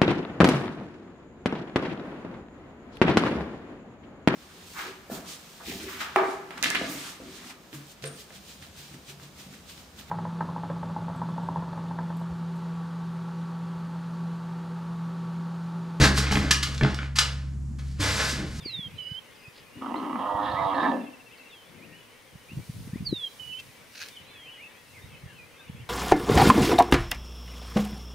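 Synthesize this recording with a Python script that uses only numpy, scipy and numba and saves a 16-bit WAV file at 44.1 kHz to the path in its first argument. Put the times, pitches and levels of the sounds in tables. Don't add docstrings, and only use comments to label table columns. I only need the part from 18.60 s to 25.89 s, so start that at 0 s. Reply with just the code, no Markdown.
import sys
import numpy as np
from scipy import signal
from scipy.fft import rfft, irfft
from scipy.io import wavfile
from scipy.ndimage import uniform_filter1d
from numba import njit

SR = 44100
rng = np.random.default_rng(int(sys.argv[2]) if len(sys.argv) > 2 else 0)


def generate_wav(signal):
    frames = np.transpose(np.atleast_2d(signal))
    scaled = np.clip(frames, -1, 1) * 32767
    pcm = np.round(scaled).astype(np.int16)
    wavfile.write(sys.argv[1], SR, pcm)


N = 321489
T = np.arange(N) / SR
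F = np.maximum(np.arange(N // 2 + 1) * SR / N, 1)
TOP_HZ = 15600

# (frequency [Hz], relative level [dB])
PLAIN_COLOUR = [(25, -5), (76, -12.5), (250, 0.5), (370, -3), (480, 3), (680, -5.5), (1000, -3), (1300, -6),
                (2200, -5), (2700, -9), (3200, -12.5), (3900, -14.5), (7000, -26.5)]
PLAIN_DB = -55
# (frequency [Hz], relative level [dB])
GRASS_COLOUR = [(1500, -35), (3000, 3), (6000, 1.5), (7500, -2.5), (9300, 1.5), (12000, -3.5), (15500, -4)]
# (time of the height [s], half length [s], level before the grass gain [dB])
GRASS_SWELLS = [(4.15, 0.29, -60), (4.85, 0.43, -60.5), (5.45, 0.15, -59), (6.35, 0.19, -65.5)]
STILL_GRASS_DB = -65.5
# (time of the height [s], half length [s], level [dB])
RUMBLE_SWELL = [(3.25, 0.13, -51)]
# (frequency [Hz], relative level [dB])
RUMBLE_COLOUR = [(120, -6), (155, 3), (235, -2.5), (320, -6), (450, -11)]

# (time [s], peak [dB], frequency [Hz])
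PUFFS = [(0.061,-27,304),(0.194,-28,164),(0.52,-29,129),(0.884,-39,118),(1.173,-37,123),(1.752,-30,104),(1.943,-27,122),(2.065,-30,123),(3.758,-34,130),
         (3.92,-35,226),(3.936,-31,151),(3.975,-28,136),(4.099,-23.5,140),(4.206,-34,190),(4.277,-31,188),(4.299,-34,120),(4.336,-21.5,162),(4.36,-22,224),(4.409,-24,164),(4.428,-25,172),
         (4.529,-13,272),(4.534,-21,247),(6.446,-34.5,96),(6.640,-33,123),(6.663,-32.5,108),(7.1,-27.5,157),(7.151,-33.5,145),(7.202,-38,136)]
# (time of the height [s], half length [s], level before the flutter gain [dB])
GUSTS = [(.2, 0.32, -48), (1.97, 0.24, -40.5), (3.98, 0.057, -40), (4.26, 0.22, -41.5), (4.47, 0.089, -36),
         (4.9, 0.16, -54), (6.56, 0.29, -48.5), (7.19, 0.11, -43.5)]
CALM_DB = -62.5

# (time [s], level of a call before distance smears it [dB])
CHORUS_LEVEL = [(0, -55.5), (1.1, -62), (2.8, -60.5), (4.0, -66), (5.2, -60), (5.8, -57.5), (7.29, -59.5)]
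# (time [s], length [s], start [Hz], middle [Hz], end [Hz], level [dB])
SHORT_CALLS = [(0, 0.058, 3720, 3380, 2640, -56), (0.093, 0.031, 2580, 2730, 2790, -49),
               (0.345, 0.086, 3850, 4020, 3920, -62), (0.484, 0.075, 1497, 1606, 1480, -61.5),
               (0.836, 0.043, 2750, 2530, 2510, -56), (1.108, 0.11, 2690, 2860, 2940, -62),
               (1.36, 0.018, 3700, 4150, 4300, -50.5), (1.909, 0.015, 3850, 4220, 4330, -49),
               (2.142, 0.018, 3880, 4270, 4310, -51), (2.407, 0.076, 3600, 3420, 3050, -63),
               (2.68, 0.062, 2210, 2550, 3146, -58.5), (2.775, 0.016, 4670, 4370, 3810, -59),
               (2.812, 0.033, 2710, 2450, 2170, -60), (3.03, 0.079, 3300, 3440, 3630, -68),
               (3.125, 0.042, 2150, 2170, 2420, -62), (3.183, 0.08, 2050, 2320, 3000, -56),
               (3.26, .13, 1800, 1870, 1770, -64.5), (3.324, 0.1, 2650, 2996, 2820, -58.5),
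               (3.467, 0.11, 2600, 3040, 2980, -67.5), (3.52, 0.077, 2120, 2285, 2240, -63),
               (3.733, 0.13, 2750, 3000, 3030, -66), (3.883, 0.055, 2290, 2736, 2880, -53),
               (4.01, 0.032, 2240, 2330, 2320, -64), (4.33, 0.06, 1720, 2080, 2540, -56.5),
               (4.552, 0.024, 2610, 2820, 2800, -51.5), (4.598, 0.13, 3900, 4010, 3910, -58),
               (5.508, 0.049, 3700, 3580, 3630, -59), (5.561, 0.02, 3460, 3040, 3090, -49),
               (5.623, 0.127, 3620, 4020, 3940, -62.5), (5.685, 0.078, 3450, 3550, 3440, -60),
               (5.745, 0.037, 2660, 2540, 2480, -54), (5.852, 0.062, 2330, 2700, 3010, -53),
               (5.926, 0.043, 3300, 3190, 2880, -57), (5.973, 0.082, 1875, 2365, 2743, -52),
               (6.036, 0.033, 2585, 2645, 2570, -50.5), (6.15, 0.05, 3190, 3300, 3520, -63),
               (6.338, 0.047, 2690, 2250, 2010, -50), (6.414, .04, 3720, 3680, 3850, -58.5),
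               (6.536, 0.022, 2670, 2600, 2520, -51), (6.669, 0.072, 1767, 1690, 1510, -58),
               (6.751, 0.095, 2840, 2474, 2400, -53.5), (6.974, 0.052, 3600, 3570, 3880, -59.5),
               (6.981, 0.066, 1640, 1580, 1480, -61), (7.057, .04, 3850, 3550, 3250, -63),
               (7.042, 0.054, 1970, 2420, 3090, -57), (7.168, 0.059, 2540, 2770, 3340, -59)]
# (time [s], length [s], start [Hz], end [Hz], bend of the slide [0-4], level [dB])
FAR_WHISTLES = [(2.89, .17, 4010, 3030, 3.3, -54), (5.721, .38, 3570, 2754, 1.7, -51)]

# (time [s], length of the run [s], level [dB])
FROG_RUNS = [(2.129, .83, -55.5), (4.915, .1, -45.5)]
# (time [s], length of the run [s], level [dB])
CRICKET_RUNS = [(.022, .1, -61), (.42, 0.15, -62), (.745, 0.15, -66.5)]
FROG_PERIOD_S, CRICKET_PERIOD_S = .066, .04
# (time of the height [s], half length [s], level [dB])
WHIRR = [(.98, 0.034, -55)]
# (frequency [Hz], relative level [dB])
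WHIRR_COLOUR = [(3400, -4), (4500, -4), (4950, -2), (5500, -18)]

# (time of the height [s], half length [s], level before the scrape gain [dB])
STROKES = [(5.356, 0.0058, -38.5), (5.379, .007, -46), (5.41, 0.065, -45), (5.423, 0.025, -37),
           (5.464, 0.0065, -44)]
# (frequency [Hz], relative level [dB])
SCRAPE_COLOUR = [(700, -26), (1200, -7), (1600, 7.5), (2000, -1), (2600, 6), (3300, -4), (4100, 5),
                 (5200, -0.5), (6300, -0.5), (7500, -15.5), (15000, -20)]
# (time [s], level [dB])
TICKS = [(5, -45), (5.489, -43.5)]
GRAIN_DB = 3

# (fall's time [s], fall level [dB], held note's time [s], hold level [dB])
SONGS = [(0.04, -38, 0.3817, -36.5), (4.444, -38, 4.791, -39.5)]
FALL_FROM_HZ, FALL_TO_HZ, FALL_S = 4974, 3780, 0.2334
FALL_GLIDE_S, FALL_SAG_HZ_PER_S = 0.078, 2920
THROB_PERIOD_S, THROB_DB, THROB_FIRST_S = 0.0874, 3, 0.028
FALL_ONSET_DB, FALL_ONSET_S = -2, 0.027
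HOLD_HZ, CLIMB_HZ, HOLD_S, HOLD_EDGE_S = 2915, 165, 0.2155, .016
SCOOP_HZ, SCOOP_S, LIFT_HZ, LIFT_S = 153, 0.028, 99, 0.0132
DIP_AT_S, DIP_HALF_S, DIP_DB = 0.077, 0.053, -4.5

# (time [s], period scatter [0-1], breath share [ratio], mouth ring [Hz], blare ring [Hz], open mouth [dB])
STAGES = [(1.22, 0.28, 0.26, 1074, 2000, -37), (1.6, 0.09, 0.1, 1004, 1893, -30),
          (1.78, 0.06, 0.13, 1020, 1810, -35), (1.969, .05, 0.15, 916, 2030, -31),
          (2.141, 0.16, 0.15, 976, 1738, -28)]
# (time [s], pulse rate [Hz], level of the clear overtones [dB])
VOICE = [(1.22, 105, -62), (1.5, 160, -47), (1.62, 204.1, -36.5), (1.72, 202.2, -30.5),
         (1.82, 204.7, -30.5), (1.87, 207.4, -32.5), (1.93, 198.9, -33.5), (2.01, 192.1, -27.5),
         (2.09, 194.2, -28.5), (2.16, 189, -35.5), (2.25, 187.1, -29), (2.33, 186.1, -38),
         (2.4, 184.1, -48), (2.47, 181.3, -72)]
# (frequency [Hz], relative level [dB])
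VOICE_COLOUR = [(480, -10), (580, -9), (680, -2), (780, -7), (890, 1), (1000, -1), (1130, 1), (1240, -6),
                (1400, -17)]
SHIMMER_DB, LIMP = 3.5, .15
# (time [s], strength [dB])
JOLTS = [(1.22, 10), (1.260, 13), (1.342, 22.5), (1.356, 17.5), (1.379, 10), (1.496, 12.5), (1.529, 14),
         (1.557, 13), (2.315, 10)]
CATCH_DB, CATCH_S = -8, .011
# (frequency [Hz], width [Hz], relative level [dB])
MOUTH_MODES = [(513, 75, 1.5), (667, 53, 5), (840, 180, 0.5), (1015, 146, 3.5), (1107, 120, 2.5),
               (1286, 133, -3.5)]
BLARE_MODES = [(1545, 100, 3), (1716, 58, 7), (1850, 98, -1.5), (1950, 100, -3), (2300, 110, 0.5)]
RASP_MODES = [(2750, 160, 7.5), (3125, 120, 3.5), (3274, 89, 4.5), (3750, 116, 4), (3924, 230, 1),
              (5000, 660, -3.5)]
BLARE_BREATH, RASP_BREATH = .3, .3
# (time [s], level before the blare gain [dB])
BLARE_LEVEL = [(1.17, -63), (1.289, -58.5), (1.796, -51), (1.88, -41), (1.935, -48), (1.97, -41),
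               (2.04, -46), (2.095, -57), (2.14, -43), (2.255, -32), (2.354, -49), (2.5, -72)]
# (time [s], ring [Hz], level [dB])
RASP_PATH = [(1.2, 3050, -59.5), (1.45, 3060, -57.5), (1.6, 3170, -54), (1.68, 3160, -50),
             (1.78, 3300, -54.5), (1.86, 3520, -46), (1.94, 3560, -52), (2.05, 3700, -51.5),
             (2.1, 3270, -51), (2.16, 3540, -45), (2.23, 3700, -42.5), (2.3, 3770, -48.5),
             (2.35, 3102, -59), (2.48, 2900, -73)]
# (time [s], ring [Hz], level [dB])
DEEP_PATH = [(1.1, 252, -79), (1.18, 263, -41.5), (1.3, 270, -36), (1.5, 279, -34), (1.56, 242, -34),
             (1.7, 280, -46.5), (1.83, 290, -37), (1.89, 263, -42), (2.05, 314, -46), (2.16, 272.1, -35),
             (2.3, 266, -26.5), (2.42, 256, -35.5), (2.56, 254, -57), (2.75, 250, -100)]
ROAR_END_S = 2.314
MOUTH_ATTACK_DB_PER_S, MOUTH_RELEASE_DB_PER_S = 1505, 168
CLOSING_S, CLOSING_HZ_PER_S, CLOSED_HZ = 2.29, 8100, 618


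def undb(db):
    return 10 ** (np.asarray(db) / 20)


def unit(x):
    return x / np.sqrt(np.mean(x ** 2))


def curves(rows):
    s, *columns = np.transpose(rows)
    return [np.interp(T, s, column) for column in columns]


def swells(rows):
    return np.sqrt(sum(undb(db) ** 2 * np.exp(-2 * ((T - s) / half) ** 2) for s, half, db in rows))


def walk(rate):
    k = max(int(SR / rate), 1)
    steps = rng.standard_normal(N)[np.arange(N) // k]
    return 1.79 * uniform_filter1d(uniform_filter1d(steps, k), k)


def sine(hz):
    return np.sqrt(2) * np.sin(2 * np.pi * np.cumsum(hz) / SR)


def noise_pair(width):
    return rng.standard_normal(N) + width * rng.standard_normal((2, N))


def pan(db):
    gains = undb(np.array([np.atleast_1d(db), -np.atleast_1d(db)]) / 2)
    return gains / gains.mean(axis=0)


def add(out, s, x):
    i = max(int(s * SR), 0)
    out[:, i:i + x.shape[-1]] += x[..., :max(N - i, 0)]


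def colour(x, points):
    hz, db = np.transpose(points)
    skirts = (1 + (hz[0] / 1.3 / F) ** 6) * (1 + (F / 1.3 / hz[-1]) ** 10)
    gain = undb(np.interp(np.log(F), np.log(hz), db)) / np.sqrt(skirts)
    return unit(irfft(rfft(x) * gain, N))


def echoes(x, t60, delay):
    t = np.arange(SR) / SR
    tail = rng.standard_normal((2, SR)) * undb(-60 * t / t60) * (t > delay)
    tail /= np.sqrt(np.sum(tail ** 2, axis=1, keepdims=True))
    return signal.fftconvolve(x, tail, axes=1)[:, :N]


def chirp(length, start, middle, end, softness=0.3):
    u = np.linspace(0, 1, int(length * SR))
    hz = np.polyval(np.polyfit([0, .5, 1], [start, middle, end], 2), u)
    return sine(hz) * np.abs(np.sin(np.pi * u)) ** softness


def plain(grass_db=5.0):
    air = colour(noise_pair(1.0), PLAIN_COLOUR)
    grass = colour(noise_pair(1.0), GRASS_COLOUR)
    air = air * undb(PLAIN_DB + 0.62 * walk(12)) * pan(2.3)
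    return air + grass * np.hypot(swells(GRASS_SWELLS), undb(STILL_GRASS_DB)) * undb(grass_db)


def rumble():
    return colour(rng.standard_normal(N), RUMBLE_COLOUR) * swells(RUMBLE_SWELL) * pan(9.8)


def bird_chorus(count=700, centre_hz=2450):
    chorus = np.zeros((2, N))
    times = rng.uniform(0, T[-1], count)
    chances = np.clip(rng.standard_normal((count, 6)), -2, 2)
    for s, (pitch, slide, bend, size, side, length) in zip(times, chances):
        hz = centre_hz * np.exp(.24 * pitch)
        start, middle, end = hz * np.exp([-.08 * slide, 0.04 * bend, 0.079 * slide])
        call = chirp(.055 * np.exp(0.252 * length), start, middle, end)
        add(chorus, s, call * undb(1.5 * size - 1.8 * pitch ** 2) * pan(2 + 2 * side))
    chorus = chorus * undb(curves(CHORUS_LEVEL)[0])
    return .52 * chorus + .38 * echoes(chorus, .4, .005)


def short_calls(flutter_db=2.0, echo_db=-3):
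    calls = np.zeros((2, N))
    for s, length, start, middle, end, db in SHORT_CALLS:
        add(calls, s, chirp(length, start, middle, end) * undb(db))
    calls = calls * undb(flutter_db * walk(90))
    return calls + undb(echo_db) * echoes(calls, 0.25, 0.0044)


def far_whistler(peak_share=0.33, echo_db=-13):
    out = np.zeros((2, N))
    for s, length, start, end, bend, db in FAR_WHISTLES:
        u = np.linspace(0, 1, int(length * SR))
        hz = start + (end - start) * np.expm1(-bend * u) / np.expm1(-bend)
        swell = u / peak_share * np.exp(1 - u / peak_share) * np.minimum(10 * (1 - u), 1)
        add(out, s, sine(hz) * swell * undb(db))
    return out + undb(echo_db) * echoes(out, 0.26, .02)


def trill(runs, hz, length, period_s, buzz_hz, depth, side_db, droop, scatter_db=0.6):
    out = np.zeros((2, N))
    tone = chirp(length, hz * (1 + droop), hz, hz * (1 - droop), softness=0.88)
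    pip = unit(tone * (1 + depth * np.cos(2 * np.pi * buzz_hz * np.arange(len(tone)) / SR)))
    for start, run_s, db in runs:
        for s in np.arange(start, start + run_s, period_s):
            add(out, s, pip * undb(db) * pan(side_db))
    out = out * undb(scatter_db * walk(18))
    return out + undb(-22) * echoes(out, 0.28, 0.0033)


def frog():
    return trill(FROG_RUNS, hz=2685, length=0.034, period_s=FROG_PERIOD_S, buzz_hz=214,
                 depth=0.16, side_db=7, droop=0.021)


def cricket():
    return trill(CRICKET_RUNS, hz=4910, length=0.036, period_s=CRICKET_PERIOD_S, buzz_hz=90.5,
                 depth=0.45, side_db=-4.5, droop=0.014)


def insect(pulse_hz=55, depth=0.52):
    wings = 1 + depth * np.cos(2 * np.pi * pulse_hz * T)
    return colour(rng.standard_normal(N), WHIRR_COLOUR) * swells(WHIRR) * wings


def breeze(cycles=0.5, flutter_db=-3.0, lean_db=6, eddy_db=3.0):
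    puffs, t = np.zeros((2, N)), np.arange(-SR // 32, SR // 32) / SR
    turns = rng.uniform(0, 2 * np.pi, (len(PUFFS), 2))
    for (s, db, hz), turn in zip(PUFFS, turns):
        phase = turn[0] + np.array([[0], [.8]]) * np.sin(turn[1])
        swing = np.cos(2 * np.pi * hz * t + phase) / np.cosh(np.pi / 2 * t * hz / cycles)
        add(puffs, s + t[0], swing * undb(db) * pan(lean_db * np.log2(hz / 150)))
    puffs = irfft(rfft(puffs) / (1 + (44 / F) ** 4), N)
    flutter = colour(noise_pair(1.0), [(30, -43), (60, -6.5), (100, 0.5), (160, -4.0),
                                       (240, -13.0), (350, -22.0), (500, -32.0)])
    wind = np.hypot(swells(GUSTS), undb(CALM_DB)) * undb(flutter_db + eddy_db * walk(35))
    return puffs + flutter * wind


def scrape(gain_db=-1, tick_s=0.0067):
    grains = noise_pair(0.72) * undb(GRAIN_DB * np.clip(walk(700), -2, 1.5))
    rub = colour(grains, SCRAPE_COLOUR) * swells(STROKES) * undb(gain_db)
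    bright = colour(grains, [(1300, -14), (4000, -9.5), (9000, -20.5), (15000, -25)])
    return rub + bright * sum(undb(db) * np.exp(-((T - s) / tick_s) ** 2) for s, db in TICKS)


def near_whistler(waver=0.0012, flutter_db=2.0, echo_db=-22, fall_edge_s=0.018):
    out, wobble, flutter = 0, 1 + waver * walk(120), flutter_db * walk(160)

    def note(t, length, edge_s, hz, db):
        opening = np.clip(np.minimum(t, length - t) / edge_s + .5, 0, 1) ** 2
        return sine(hz * wobble) * undb(db + flutter) * opening

    for fall_s, fall_db, hold_s, hold_db in SONGS:
        t = np.clip(T - fall_s, -fall_edge_s, 1)
        hz = FALL_TO_HZ + (FALL_FROM_HZ - FALL_TO_HZ) * np.exp(-t / FALL_GLIDE_S)
        hz = hz - FALL_SAG_HZ_PER_S * t
        throb = THROB_DB * np.cos(2 * np.pi * (t - THROB_FIRST_S) / THROB_PERIOD_S)
        onset = FALL_ONSET_DB * np.exp(-np.maximum(t, 0) / FALL_ONSET_S)
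        fall = note(t - fall_edge_s / 2, FALL_S, fall_edge_s, hz, fall_db + throb + onset)

        t = np.clip(T - hold_s, -HOLD_EDGE_S, 1)
        hz = HOLD_HZ + SCOOP_HZ * np.exp(-t / SCOOP_S) + CLIMB_HZ * (t / HOLD_S) ** 2
        hz = hz + LIFT_HZ * np.exp(-((t - HOLD_S + LIFT_S) / LIFT_S) ** 2)
        dip = DIP_DB * np.exp(-((t - DIP_AT_S) / DIP_HALF_S) ** 2)
        hold = note(t, HOLD_S, HOLD_EDGE_S, hz, hold_db + dip)
        out = out + fall * pan(-4.5) + hold * pan(-9.5)
    return out + undb(echo_db) * echoes(out, 0.48, 0.01)


def stages(glide_s):
    rows = np.array(STAGES, float)
    ease = (1 + np.tanh((T - rows[1:, :1]) / glide_s)) / 2
    return rows[0, 1:, None] + np.diff(rows[:, 1:], axis=0).T @ ease


def fade_db(start, end):
    rise = MOUTH_ATTACK_DB_PER_S * np.maximum(start - T, 0)
    release = MOUTH_RELEASE_DB_PER_S * np.maximum(T - end, 0)
    return -np.minimum(rise + release, 200)


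def steady(x, span=0.073):
    power = uniform_filter1d(uniform_filter1d(x ** 2, int(span * SR)), int(span * SR / 2))
    return x / np.sqrt(np.abs(power) + 1e-12)


@njit
def folds(hz, scatter, chance, size, stretch):
    pulses, phase, p, k = np.zeros(len(hz) + 1), np.empty(len(hz)), 0., 0
    for i in range(len(hz)):
        step = hz[i] * np.exp(scatter[i] * chance[k]) / stretch[k] / SR
        p += step
        if p >= 1:
            p, k = p - 1, k + 1
            pulses[i] += size[k] * p / step
            pulses[i + 1] += size[k] * (1 - p / step)
        phase[i] = p
    return pulses[:-1], phase


def throat(hz, puff_cycles=0.71, glide_s=.04):
    scatter, breath = stages(glide_s)[:2]
    chance = rng.standard_normal((N // 50, 2)).T
    sizes = undb(SHIMMER_DB * np.tanh(chance[1]))
    stretch = 1 + LIMP * (-1.) ** np.arange(N // 50)
    pulses, phase = folds(hz * np.exp(.02 * walk(12)), scatter, chance[0].copy(), sizes, stretch)
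    air = unit(np.exp(-phase / puff_cycles) * rng.standard_normal(N))
    return unit(pulses) + breath * air, air


def catches(source, jolt_s=0.0027, kick=10.6):
    jolts = np.ones(N)
    for s, db in JOLTS:
        source *= 1 - .9 * np.exp(-((T - s + jolt_s) / jolt_s) ** 2)
        source[int(s * SR)] += kick
        jolts *= undb(CATCH_DB * (T < s) * np.exp(-np.abs(T - s) / CATCH_S))
        jolts += (undb(db) - 1) * (T > s) * np.exp(-np.abs(T - s) / jolt_s)
    return source, uniform_filter1d(jolts, SR // 1000)


def clear_voice(hz, flutter_db=2.0, waver=0.00603):
    phase = np.pi * np.cumsum(hz * np.exp(waver * walk(45.13))) / SR
    at_hz, outline_db = np.transpose(VOICE_COLOUR)
    total = 0
    for k in range(5, 15):
        db = np.interp(k * hz / 2, at_hz, outline_db) + flutter_db * walk(22.09)
        total = total + np.sin(k * phase + rng.uniform(0, 2 * np.pi)) * undb(db)
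    return total


def resonate(x, modes, lo_hz, hi_hz):
    response = 0
    for k, (hz, width, db) in enumerate(modes):
        response = response + (-1) ** k * undb(db) / (1 + 1j * (F / hz - hz / F) * hz / width)
    band = signal.butter(4, [lo_hz, hi_hz], "band", fs=SR, output="sos")
    return signal.sosfilt(band, irfft(rfft(x) * response, N))


@njit
def ring(x, hz, width):
    y, band, low = np.empty(len(x)), 0., 0.
    for i in range(len(x)):
        g, k = np.tan(np.pi * hz[i] / SR), width / hz[i]
        v = (band + g * (x[i] - low)) / (1 + g * (g + k))
        band, low, y[i] = 2 * v - band, low + 2 * g * v, k * v
    return y


def formant(x, hz, width, drift, tremble_ms=0.322, sputter_db=1.0):
    x = np.interp(T + tremble_ms / 1000 * walk(11), T, x)
    return ring(x, hz * np.exp(drift * walk(35.03)), float(width)) * undb(sputter_db * walk(110))


def elephant(blare_db=2.5, patchy_db=1.5, lag_ms=0.019, near_db=-8, far_db=-22):
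    (hz, clear_db), (deep_hz, deep_db) = curves(VOICE), curves(DEEP_PATH)
    source, air = throat(hz)
    source, jolts = catches(source)
    start = STAGES[0][0]
    mouth_hz, blare_hz = stages(glide_s=0.027)[2:4]
    mouth_hz = np.maximum(mouth_hz - CLOSING_HZ_PER_S * np.maximum(T - CLOSING_S, 0), CLOSED_HZ)
    mouth_db = stages(glide_s=0.082)[4] + fade_db(start, ROAR_END_S)
    rasp_hz, rasp_db = curves(RASP_PATH)

    mouth = formant(resonate(source, MOUTH_MODES, 400, 2030), mouth_hz, width=334, drift=0.064)
    overtones = steady(clear_voice(hz)) * undb(clear_db) * (T > start) * (T < VOICE[-1][0])
    mouth = (steady(mouth, 0.068) * undb(mouth_db) + overtones) * pan(-5.5)

    blare = resonate(source + BLARE_BREATH * air, BLARE_MODES, 1370, 2260)
    blare = formant(blare, blare_hz, width=220, drift=0.038)
    tone = np.sin(2 * np.pi * np.cumsum(blare_hz * np.exp(.012 * walk(45))) / SR) * undb(3.3 * walk(39.93))
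    blare = steady(steady(blare) + tone) * undb(curves(BLARE_LEVEL)[0] + blare_db) * pan(-5.5)

    rasp = resonate(source + RASP_BREATH * air, RASP_MODES, 2230, 5700)
    rasp = formant(rasp, rasp_hz, width=390, drift=0.015)
    rasp = steady(rasp) * undb(rasp_db + patchy_db * walk(34.89)) * pan(-5.0)

    trunk = ring(source + 0.8 * air, deep_hz * np.exp(0.018 * walk(40)), 33.0)
    trunk = ring(trunk + 0.054 * source, deep_hz, 186.0)
    trunk = steady(trunk, 0.062) * undb(deep_db) * (T > DEEP_PATH[0][0]) * pan(3.8)

    sounding = undb(fade_db(start, BLARE_LEVEL[-1][0]))
    roar = (mouth + (blare + rasp) * sounding) * jolts
    roar = np.array([np.interp(T - lag_ms / 1000, T, roar[0]), roar[1]])
    roar = roar + undb(near_db) * echoes(roar, 0.1, 0.0027)
    roar = roar + trunk * np.sqrt(uniform_filter1d(jolts, SR // 100))
    return roar + undb(far_db) * echoes(roar, 0.92, 0.056)


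def scene():
    background = plain() + rumble() + bird_chorus() + short_calls() + far_whistler()
    small_animals = frog() + cricket() + insect()
    close_by = breeze() + scrape() + near_whistler()
    return background + small_animals + close_by + elephant()


def record(dry):
    return signal.sosfilt(signal.ellip(10, .2, 80, TOP_HZ, fs=SR, output="sos"), dry)


dry = scene()
out = record(dry)
generate_wav(out)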